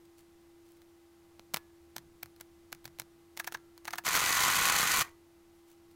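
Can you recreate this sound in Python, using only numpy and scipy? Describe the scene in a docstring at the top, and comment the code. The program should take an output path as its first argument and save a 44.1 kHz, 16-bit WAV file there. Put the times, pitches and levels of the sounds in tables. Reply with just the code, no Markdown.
"""A motor-driven mechanical calculator on a desk, close by: its drive runs for a second, pawls chattering on
every turn, gears whining, while cams throw a round of levers for each digit. Before that a clear key and six
digit keys click and the multiplier pad is tapped six times. Pawls and contacts are impulses and dying noise
shaped by spectra, small steel parts are damped sines, the gears are wavering sines.
A gently wavering hum, low rumble, hiss and faint rustles fill the small room."""
import sys
import numpy as np
from scipy import signal
from scipy.fft import rfft, irfft, next_fast_len
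from scipy.io import wavfile
from scipy.ndimage import map_coordinates

SR = 44100
rng = np.random.default_rng(int(sys.argv[2]) if len(sys.argv) > 2 else 0)


def log_audio(samples):
    """Write samples as a 16-bit WAV file to the path given in sys.argv[1]."""
    # one column per channel
    frames = np.atleast_2d(samples).T
    # limit to full scale, then quantise
    limited = np.clip(frames, -1, 1)
    pcm = np.round(limited * 32767).astype(np.int16)
    wavfile.write(sys.argv[1], SR, pcm)


N = 262395

START, STOP = 4.0455, 5.022  # the clutch takes hold and lets go (s)
TURN_HZ = 45.77  # turns of the drive per second
TICK_RING_DB, TICK_HZ = -5, 4150  # light ticks: ring relative to the snap, note

# Levels called nominal below are trimmed where the blows are mixed.
# Keyboard keys, the clear key first. Each row: latching time in seconds, nominal snap, knock and after-ring
# levels in dB, note in Hz, nominal case thump in dB, lead of the finger's touch in seconds,
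# delay of the rebound in seconds, rebound level in dB.
KEYS = [(1.543, -18.5, -24, -24.5, 2040, -40, 0.005, 0.027, -30),
        (1.965, -32, -32, -39, 2310, -39.5, 0.0027, .017, -38.5),
        (2.2311, -30.5, -33.5, -41, 3200, -42, .0025, 0.028, -50),
        (2.4103, -36.5, -42.5, -42, 1390, -51, 0.0094, .02, -68),
        (2.7274, -31.5, -31, -43, 2170, -44.5, .0064, .0215, -49),
        (2.8548, -35, -37, -37, 4400, -38.5, 0.011, 0.023, -46),
        (2.9981, -27.5, -32.5, -34, 5230, -40.5, 0.011, .0205, -44)]
# Multiplier keys. Each row: bottoming time in seconds, nominal snap, knock and case thump levels in dB,
# lead of the detent in seconds, detent snap and ring levels in dB, detent note in Hz.
PAD = [(3.399, -25.5, -25.5, -56, 0.025, -33, -33.5, 2080),
       (3.475, -28, -27.5, -50, 0.031, -41, -37.5, 2100), (3.5475, -38, -26, -47, 0.025, -43, -33.5, 1390),
       (3.88, -33, -26.5, -46.5, .0265, -37, -38.5, 2040), (3.9348, -36, -25.5, -49, .0283, -45, -36, 1930),
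       (3.9843, -29, -26.5, -49, .028, -38, -38.5, 1450)]
# Damped modes of the case. Each row: frequency in Hz, relative level in dB, 60 dB decay time in seconds.
CASE = [(127, 3, 0.16), (166, -8, 0.4), (236, -4, 0.035)]
# Spectrum of a hard steel snap. Each row: frequency in Hz, relative level in dB.
SNAP = [(1200, -43), (2700, -1), (4300, 0.5), (5100, -3), (5800, 0.5), (6600, -0.5), (9000, -4),
        (16000, -1)]
# Spectrum of a duller knock. Each row: frequency in Hz, relative level in dB.
KNOCK = [(40, -40), (150, -2), (350, -6), (750, -2.5), (2200, -1.5), (3000, -9.5), (5000, -11.5),
         (16000, -61)]
# Spectrum of the linkage ringing after a contact. Each row: frequency in Hz, relative level in dB.
AFTER_RING = [(100, -20), (400, -7), (900, 2), (2000, -1.5), (3200, -3), (6500, -7), (10000, -8.5),
              (16000, -8.5)]


def drive():
    """Periodic excitation: a load that varies with each turn shakes the frame and rattles the pawls; gears whine."""
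    # The running drive. Each row: time in seconds, nominal frame level in dB, nominal rattle level in dB.
    drive_levels = [(4.06, -36, -36), (4.066, -30.5, -34), (4.118, -35.5, -35.5), (4.168, -30.5, -30),
                    (4.176, -32.5, -31.5), (4.4, -31, -30.5), (5.004, -32, -31), (5.01, -30, -30)]
    # Gear whine. Each row: frequency in Hz, relative level in dB.
    gears = [(823.6, -7), (1007, -1), (1098.6, -2), (1190, -3.5), (1421, -2.5), (1465, -4), (1512, -7.5),
             (1668, -9.5), (1830, -4.5), (1969, 0), (2063, -5.5), (2198, -5), (2244, -4.5), (2337, -7.5),
             (2428, -4), (2562, -5), (2977, -12)]
    # Spectrum of the frame. Each row: frequency in Hz, relative level in dB.
    frame_spectrum = [(15, -60), (25, -14), (104, -14), (162, -11), (233, -16), (547, -14), (727, -10.5),
                      (805, -6), (873, -9), (1110, -1), (1260, -3), (1480, -2.5), (1600, -6), (2010, -4),
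                      (3200, -13), (4160, -10.5), (7040, -120)]
    # Spectrum of the rattle. Each row: frequency in Hz, relative level in dB.
    rattle_spectrum = [(1410, -35.5), (2400, -4), (2790, -8), (3000, -3), (3770, -8.5), (4460, -2.5),
                       (5350, -8.5), (6270, -1.5), (8280, -7.5), (15100, -11), (16000, -27)]
    t = seconds(N)
    level_s, frame_db, rattle_db = np.transpose(drive_levels)
    running = (t > START) & (t < STOP)

    def steady(x):
        """Normalisation: unit deviation while the drive runs."""
        return x / np.std(x[running])

    # the clutch lets go abruptly, and loose parts shiver on for a moment
    after = np.maximum(t - STOP, 0)
    engaging = np.clip((t - START) / 0.0086, 0, 1)
    release = amp(-60 * after / 0.027)
    shiver = amp(-26 - 20 * (after / 0.1) ** 2)
    clutch = engaging * np.maximum(release, shiver)

    # the load peaks once a turn, with a lesser peak half a turn later
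    angle = 2 * np.pi * TURN_HZ * (t - 4.0445)
    load = 1.7 * np.cos(angle) + 1.7 * np.cos(2 * angle)
    frame_blows = pawls(jitter=.00008, regular=0.22, t60=0.01, count=16)
    frame = steady(coloured(frame_blows * amp(0.57 * load), frame_spectrum))
    rattle_blows = pawls(jitter=.0005, regular=0.23, t60=0.022, count=24)
    rattle = steady(coloured(rattle_blows * amp(load), rattle_spectrum))

    # the shaft runs ahead and falls behind; backlash roughens each gear
    shaft = t + .00013 * wobble(6)
    whine = np.zeros(N)
    for hz, db in gears:
        strength = amp(db + 2.2 * wobble(12))
        backlash = 0.52 * wobble(40)
        phase = 2 * np.pi * rng.random()
        whine += strength * np.sin(2 * np.pi * hz * shaft + backlash + phase)
    # the whine builds as the gears take up the load
    whine = steady(whine) * amp(-4 * np.exp(-np.maximum(t - START, 0) / 0.088))

    body = amp(np.interp(t, level_s, frame_db)) * (amp(-2.0) * frame + amp(-5.5) * whine)
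    return clutch * (body + amp(np.interp(t, level_s, rattle_db) - 1.0) * rattle)


def pawls(jitter, regular, t60, count):
    """Repeated impact: pawls drop at fixed places of each turn, give or take jitter (s), with unequal pushes."""
    out = np.zeros(N)
    turns = np.arange(START - .03, STOP + .3, 1 / TURN_HZ)
    for k in range(count):
        place = (k + rng.random()) / count / TURN_HZ
        times = turns + place + jitter * rng.standard_normal(len(turns))
        pushes = regular + rng.uniform(-0.98, 1, len(turns))
        blows = np.bincount(np.round(times * SR).astype(int), pushes, N)
        # each pawl has a ring of its own
        out += signal.oaconvolve(blows, burst(dying(t60, size=1024)))[:N]
    return out


def levers():
    """Cam timing: the same round of lever impacts recurs for each multiplier digit; latches open and close it."""
    # Levers thrown for every digit. 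Each row: delay in seconds, nominal snap and clank levels in dB,
    # mean note in Hz.
    cam_levers = [(0, -25, -22, 1528), (0.0197, -20, -22, 2055), (.033, -25, -21.5, 1112),
                  (.057, -25.5, -24, 1945), (0.0772, -29.5, -25, 1160), (.098, -25, -24.5, 1963),
                  (0.1203, -26.5, -25, 1860)]
    # Latches that engage the drive and bring it home. Each row: time in seconds, nominal snap and clank
    # levels in dB, note in Hz.
    latches = [(4.0663, -33, -23, 2130), (4.0808, -33, -22, 1805), (4.1476, -24, -27, 1630),
               (4.152, -20, -21, 2060), (4.1656, -17, -20.5, 1390), (4.942, -31, -27, 1060),
               (4.9631, -22, -24, 1121), (4.972, -19, -24, 1500), (4.9919, -17, -24.5, 1125),
               (5.0098, -16.5, -20.5, 1160), (5.017, -22, -21, 1160)]
    first_digit_s, turns_per_digit = 4.1416, 6
    scatter_s, scatter_db = .0005, 0.8  # from blow to blow
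    out = np.zeros(N)
    for digit in range(len(PAD)):
        start = first_digit_s + digit * turns_per_digit / TURN_HZ
        for delay_s, snap_db, clank_db, hz in cam_levers:
            late, force, detune = rng.standard_normal(3)
            blow = amp(scatter_db * force) * slam(snap_db, clank_db, hz * (1 + 0.061 * detune))
            add(out, start + delay_s + scatter_s * late, blow)
    for s, snap_db, clank_db, hz in latches:
        add(out, s, slam(snap_db, clank_db, hz))
    return out


def slam(snap_db, clank_db, hz):
    """Impact excitation: a heavy lever hits its stop with a note of its own."""
    snap = burst(coloured(click(t60=0.013, grit=2.5), SNAP))
    clank = 0.56 * burst(coloured(dying(t60=0.02), KNOCK)) + 0.76 * clink(hz, t60=0.052)
    return amp(snap_db - 3.5) * snap + amp(clank_db - 2) * clank


def carriage():
    """Momentum transfer: the carriage lurches against its rack, shoves the machine and sets the case booming."""
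    # Lurches of the carriage. Each row: time in seconds, thud level in dB.
    lurches = [(4.149, -43), (4.299, -44), (4.62, -37), (4.70, -45), (4.812, -44), (4.985, -36.5)]
    thud_spectrum = [(20, 1), (70, 7), (120, -15.0), (260, -1), (500, -4), (1500, -56)]  # (Hz, dB)
    out = np.zeros(N)
    for s, db in lurches:
        thud = burst(coloured(click(t60=0.065, grit=0.56), thud_spectrum))
        add(out, s, amp(db) * thud)
        add(out, s, amp(db - 6) * burst(ringing(CASE)))
    return out


def settling():
    """Restitution: after the stop the linkage bounces back against its rests."""
    # Small rebounds. Each row: time in seconds, level in dB.
    rebounds = [(5.047, -44.5), (5.060, -50), (5.076, -47)]
    out = np.zeros(N)
    for s, db in rebounds:
        add(out, s, amp(db) * burst(coloured(dying(t60=.06), KNOCK)))
    return out


def keys():
    """Successive contacts: each key is touched, slides, latches, bottoms and rebounds; light ticks, singing springs."""
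    # Single light ticks of keys and linkage, a clear-key rebound and the clutch tripping.
    # Each row: time in seconds, snap and nominal knock levels in dB.
    light_ticks = [(.8185, -53.5, -56), (1.3952, -50, -42), (1.5622, -34, -33), (2.363, -54, -60),
                   (3.572, -51, -50), (3.778, -45.5, -48.5), (3.9469, -47, -43), (4.0387, -52, -48),
                   (4.0427, -50, -49)]
    # Return springs that sing on after a key. Each row: time in seconds, frequency in Hz, level in dB,
    # 60 dB decay time in seconds.
    key_springs = [(1.544, 1704, -63, 0.55), (3.548, 1365, -70, 0.98)]
    slide_s = .003  # the stem slides this long before the latch
    bottom_s = 0.001326  # from the latch to the bottom
    out = np.zeros(N)
    for s, snap_db, knock_db, ring_db, hz, _, touch_s, rebound_s, rebound_db in KEYS:
        add(out, s - touch_s, tick(snap_db - 16))
        add(out, s - slide_s, tick(snap_db - 20))
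        add(out, s, contact(snap_db, knock_db - 3, ring_db - 8.5, hz))
        add(out, s + bottom_s, contact(snap_db - 6.5, knock_db - 3.0, ring_db - 5, hz))
        add(out, s + rebound_s, tick(rebound_db))
    for s, snap_db, knock_db in light_ticks:
        add(out, s, contact(snap_db, knock_db, snap_db + TICK_RING_DB, TICK_HZ))
    for s, hz, db, t60 in key_springs:
        add(out, s, ringing([(hz, db, t60)]))
    return out


def multiplier_pad():
    """Resonant impact: larger keys pass a detent, set pins and bottom with a hollow knock and a buzz of the stem."""
    # Resonances of a multiplier key. Each row: centre in Hz, bandwidth in Hz, relative peak level in dB.
    pad_body = [(710, 130, -3.5), (940, 146, -1), (1170, 146, 0.5), (1370, 290, -0.5), (1660, 122, 6),
                (2140, 340, -5), (2760, 390, -10.5), (3600, 400, -16), (4460, 210, -14.5),
                (5600, 220, -14.5), (6440, 140, -11)]
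    # Pins set on the way down. Each row: lead before the bottom in seconds, snap, nominal knock and
    # after-ring levels in dB, note in Hz.
    pin_steps = [(0.0072, -47, -48, -47, 1330), (0.0028, -40, -46, -33.5, 1640)]
    touch_s, touch_db = .0058, -14  # the finger lands this long before the detent, relative to its snap

    def body(f):
        """Modal sum: resonances of alternating sign."""
        total = 0
        for k, (centre, width, db) in enumerate(pad_body):
            resonance = 1j * f * width / (centre * centre - f * f + 1j * f * width)
            total = total + (-1) ** k * amp(db) * resonance
        return total

    out = np.zeros(N)
    for s, snap_db, knock_db, _, detent_s, detent_db, ring_db, hz in PAD:
        add(out, s - detent_s - touch_s, tick(detent_db + touch_db))
        add(out, s - detent_s, contact(detent_db, ring_db - 8.5, ring_db, hz))
        for lead_s, *pin in pin_steps:
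            add(out, s - lead_s, contact(*pin))
        knock = burst(filtered(click(t60=0.03, grit=1.0), body))
        add(out, s, amp(knock_db + 0.5) * knock)
        snap_and_buzz = burst(dying(t60=0.0033)) + 0.77 * burst(dying(t60=0.039))
        add(out, s, amp(snap_db - 2) * coloured(snap_and_buzz, SNAP))
    return out


def case():
    """Friction, then modal ringing: a pressed key's stem scrapes down its slot and the heavy case booms faintly."""
    out = np.zeros(N)
    thumps = [(s, db) for s, _, _, _, _, db, *_ in KEYS]
    thumps += [(s, db) for s, _, _, db, *_ in PAD]
    for s, db in thumps:
        # reversed in time, the scrape swells into the click
        swelling = dying(t60=0.018, size=1024)[::-1]
        scrape = burst(coloured(swelling, AFTER_RING))
        add(out, s - len(scrape) / SR, amp(-48) * scrape)
        add(out, s, amp(db - 3.0) * burst(ringing(CASE)))
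    return out


def contact(snap_db, knock_db, ring_db, hz):
    """Collision of small parts: a hard snap and a short knock, followed by the ring of the linkage."""
    out = np.zeros(4096)
    add(out, 0, amp(snap_db) * burst(coloured(click(t60=0.0032, grit=1.53), SNAP)))
    add(out, 0.00021, amp(knock_db - 1.0) * burst(coloured(click(t60=0.0031, grit=1.0), KNOCK)))
    ring = 0.81 * burst(coloured(dying(t60=0.036), AFTER_RING)) + 0.59 * clink(hz, t60=0.011)
    add(out, .0005, amp(ring_db) * ring)
    return out


def tick(db):
    """Light collision: a contact whose knock and ring follow its snap level."""
    return contact(db, db - 1, db + TICK_RING_DB, TICK_HZ)


def click(t60, grit):
    """Impulse excitation: one hard impulse and the brief scrape that goes with it."""
    x = grit * burst(dying(t60))
    x[0] += np.sqrt(SR / 1000)  # the energy of a burst in one sample
    return burst(x)


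def clink(hz, t60):
    """Bending vibration: the note of one small steel part, with its second mode."""
    t = seconds(size=2048)
    phase = 2 * np.pi * hz * t
    modes = np.sin(phase) + amp(-7.5) * np.sin(2.6 * phase)
    return burst(modes * amp(-60 * t / t60))


def ringing(modes):
    """Modal superposition: the sum of exponentially damped sines."""
    t = seconds(size=32768)
    return sum(amp(db - 60 * t / t60) * np.sin(2 * np.pi * hz * t) for hz, db, t60 in modes)


def dying(t60, size=2048):
    """Dense modes: the ring of a small struck part as noise that decays 60 dB in t60 seconds."""
    return rng.standard_normal(size) * amp(-60 * seconds(size) / t60)


def springs(x):
    """Sympathetic resonance: springs and plates ring with whatever shakes them."""
    # Steel springs and plates. Each row: frequency in Hz, relative level in dB, 60 dB decay time in seconds.
    spring_modes = [(779, -10, 0.18), (930, -17, 0.59), (1107, -7.5, 0.19), (1380, -10, 0.19),
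                    (1518, -11, 0.26), (1588, -5, 0.13), (1845, 1, 0.14), (1980, -11, .33),
                    (2051, -13, 0.25), (2410, -3, 0.16), (2650, -5, .14), (2950, -6, .1), (4000, -10, 0.15),
                    (4300, -12, .12), (6380, 5, .1), (7150, 2, .08)]
    ring = ringing(spring_modes)
    return signal.fftconvolve(x, ring)[:N] / np.linalg.norm(ring)


def room(x):
    """Reverberation: a small room's diffuse tail, its treble dying sooner than its middle range."""
    # Decay of the room. Each row: frequency in Hz, 60 dB decay time in seconds.
    decay_times = [(150, 0.16), (1000, 0.27), (3000, 0.13), (7000, 0.12), (15000, 0.14)]
    hz, t, z = signal.stft(rng.standard_normal(SR // 2), SR, nperseg=256)
    decay = amp(-60 * t / along(decay_times, hz)[:, None])
    tail = signal.istft(z * decay, SR, nperseg=256)[1]
    tail *= np.clip(seconds(len(tail)) / 0.0073, 0, 1)  # the reflections build up
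    return signal.fftconvolve(x, tail / np.linalg.norm(tail))[:N]


def background():
    """Stationary tones and shaped noise: a wavering hum over low rumble and hiss, with a few faint rustles."""
    # The hum. Each row: frequency in Hz, mean level in dB.
    hum_tones = [(339, -58.5), (800, -79), (670, -84), (2036, -84)]
    # Spectrum of the rumble. Each row: frequency in Hz, relative level in dB.
    rumble_spectrum = [(20, -2.5), (35, -11), (55, -7), (80, 4.5), (110, -8), (165, -5), (240, -11),
                       (400, -11), (600, -27), (1500, -73)]
    # Spectrum of the hiss. Each row: frequency in Hz, relative level in dB.
    air_spectrum = [(260, -30), (450, -6), (530, -6), (654, -5), (782, -5), (1120, -5.5), (1730, -10),
                    (3230, -13), (4560, -14), (15100, -19), (16000, -25)]
    # Faint rustles. Each row: centre in seconds, half-width of the swell in seconds, level in dB.
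    rustles = [(0.056, 0.0076, -63.5), (0.196, 0.028, -62), (0.69, 0.065, -68.5), (0.773, 0.013, -68),
               (5.58, .05, -73.5), (5.706, 0.057, -67), (5.916, 0.011, -67)]
    t = seconds(N)
    hum = np.zeros(N)
    for hz, db in hum_tones:
        hum += amp(db + 1.3 * wobble(3.84)) * np.sin(2 * np.pi * hz * t + .15 * wobble(3.6))
    rumble = amp(-69 + 1.7 * wobble(5.3)) * unit(coloured(rng.standard_normal(N), rumble_spectrum))
    air = amp(-70.0) * unit(coloured(rng.standard_normal(N), air_spectrum))
    swell = sum(amp(db) * np.exp(-2 * ((t - s) / width) ** 2) for s, width, db in rustles)
    rustling = coloured(rng.standard_normal(N), [(400, -3), (2000, 3.5), (15000, 1)])  # (Hz, dB)
    rustle = swell * unit(amp(4.9 * wobble(300)) * rustling)
    return hum + rumble + air + rustle


def amp(db):
    """Logarithmic level: decibels to gain."""
    return 10 ** (np.asarray(db) / 20)


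def unit(x):
    """Mean power: scaled to rms 1."""
    return x / np.sqrt(np.mean(x ** 2) + 1e-20)


def burst(x):
    """Impact energy: scaled to that of one millisecond at rms 1."""
    return x * np.sqrt(SR / 1000 / (np.sum(x ** 2) + 1e-20))


def seconds(size):
    """Sampling: a time axis."""
    return np.arange(size) / SR


def along(points, hz):
    """Logarithmic pitch: (Hz, value) points interpolated on a log axis."""
    f, v = np.transpose(points)
    return np.interp(np.log(hz + 1), np.log(f + 1), v)


def wobble(rate):
    """Slow modulation: a smooth random curve, rate knots a second."""
    return map_coordinates(rng.standard_normal(int(N * rate / SR) + 4), [seconds(N) * rate])


def filtered(x, response):
    """Linear filtering: the spectrum of x times a response of frequency."""
    m = next_fast_len(len(x) + 8192)
    return irfft(rfft(x, m) * response(np.fft.rfftfreq(m, 1 / SR)), m)[:len(x)]


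def coloured(x, points, size=8192):
    """Minimum phase: x through a causal filter with the given spectrum."""
    gain = amp(along(points, np.fft.rfftfreq(size, 1 / SR)))
    cepstrum = irfft(np.log(gain + 1e-6))
    # folding the cepstrum onto positive times makes the filter causal
    cepstrum[1:size // 2] *= 2
    cepstrum[size // 2 + 1:] = 0
    return signal.fftconvolve(x, irfft(np.exp(rfft(cepstrum))))[:len(x)]


def add(track, s, x):
    """Superposition: mixes x in at time s."""
    part = track[round(s * SR):][:len(x)]
    part += x[:len(part)]


def scene():
    """Superposition: direct sound, sympathetic ringing and reverberation of the calculator, and the background."""
    works = drive() + levers() + carriage() + settling()
    keyboard = keys() + multiplier_pad() + case()
    machine = keyboard + works + amp(-22.5) * springs(works) + amp(-34) * springs(keyboard)
    reverberation = amp(-18.0) * room(works) + amp(-25.0) * room(keyboard)
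    return (machine + reverberation + background())[None]


def record(dry):
    """Band limiting: the recorder's gain falls to zero across 500 Hz centred on its band limit."""
    limit_hz = 16150

    def response(hz):
        """Low-pass filtering: a squared linear slope."""
        return np.clip((limit_hz - hz) / 500 + .5, 0, 1) ** 2

    return filtered(dry[0], response)[None]


dry = scene()
out = record(dry)
log_audio(out)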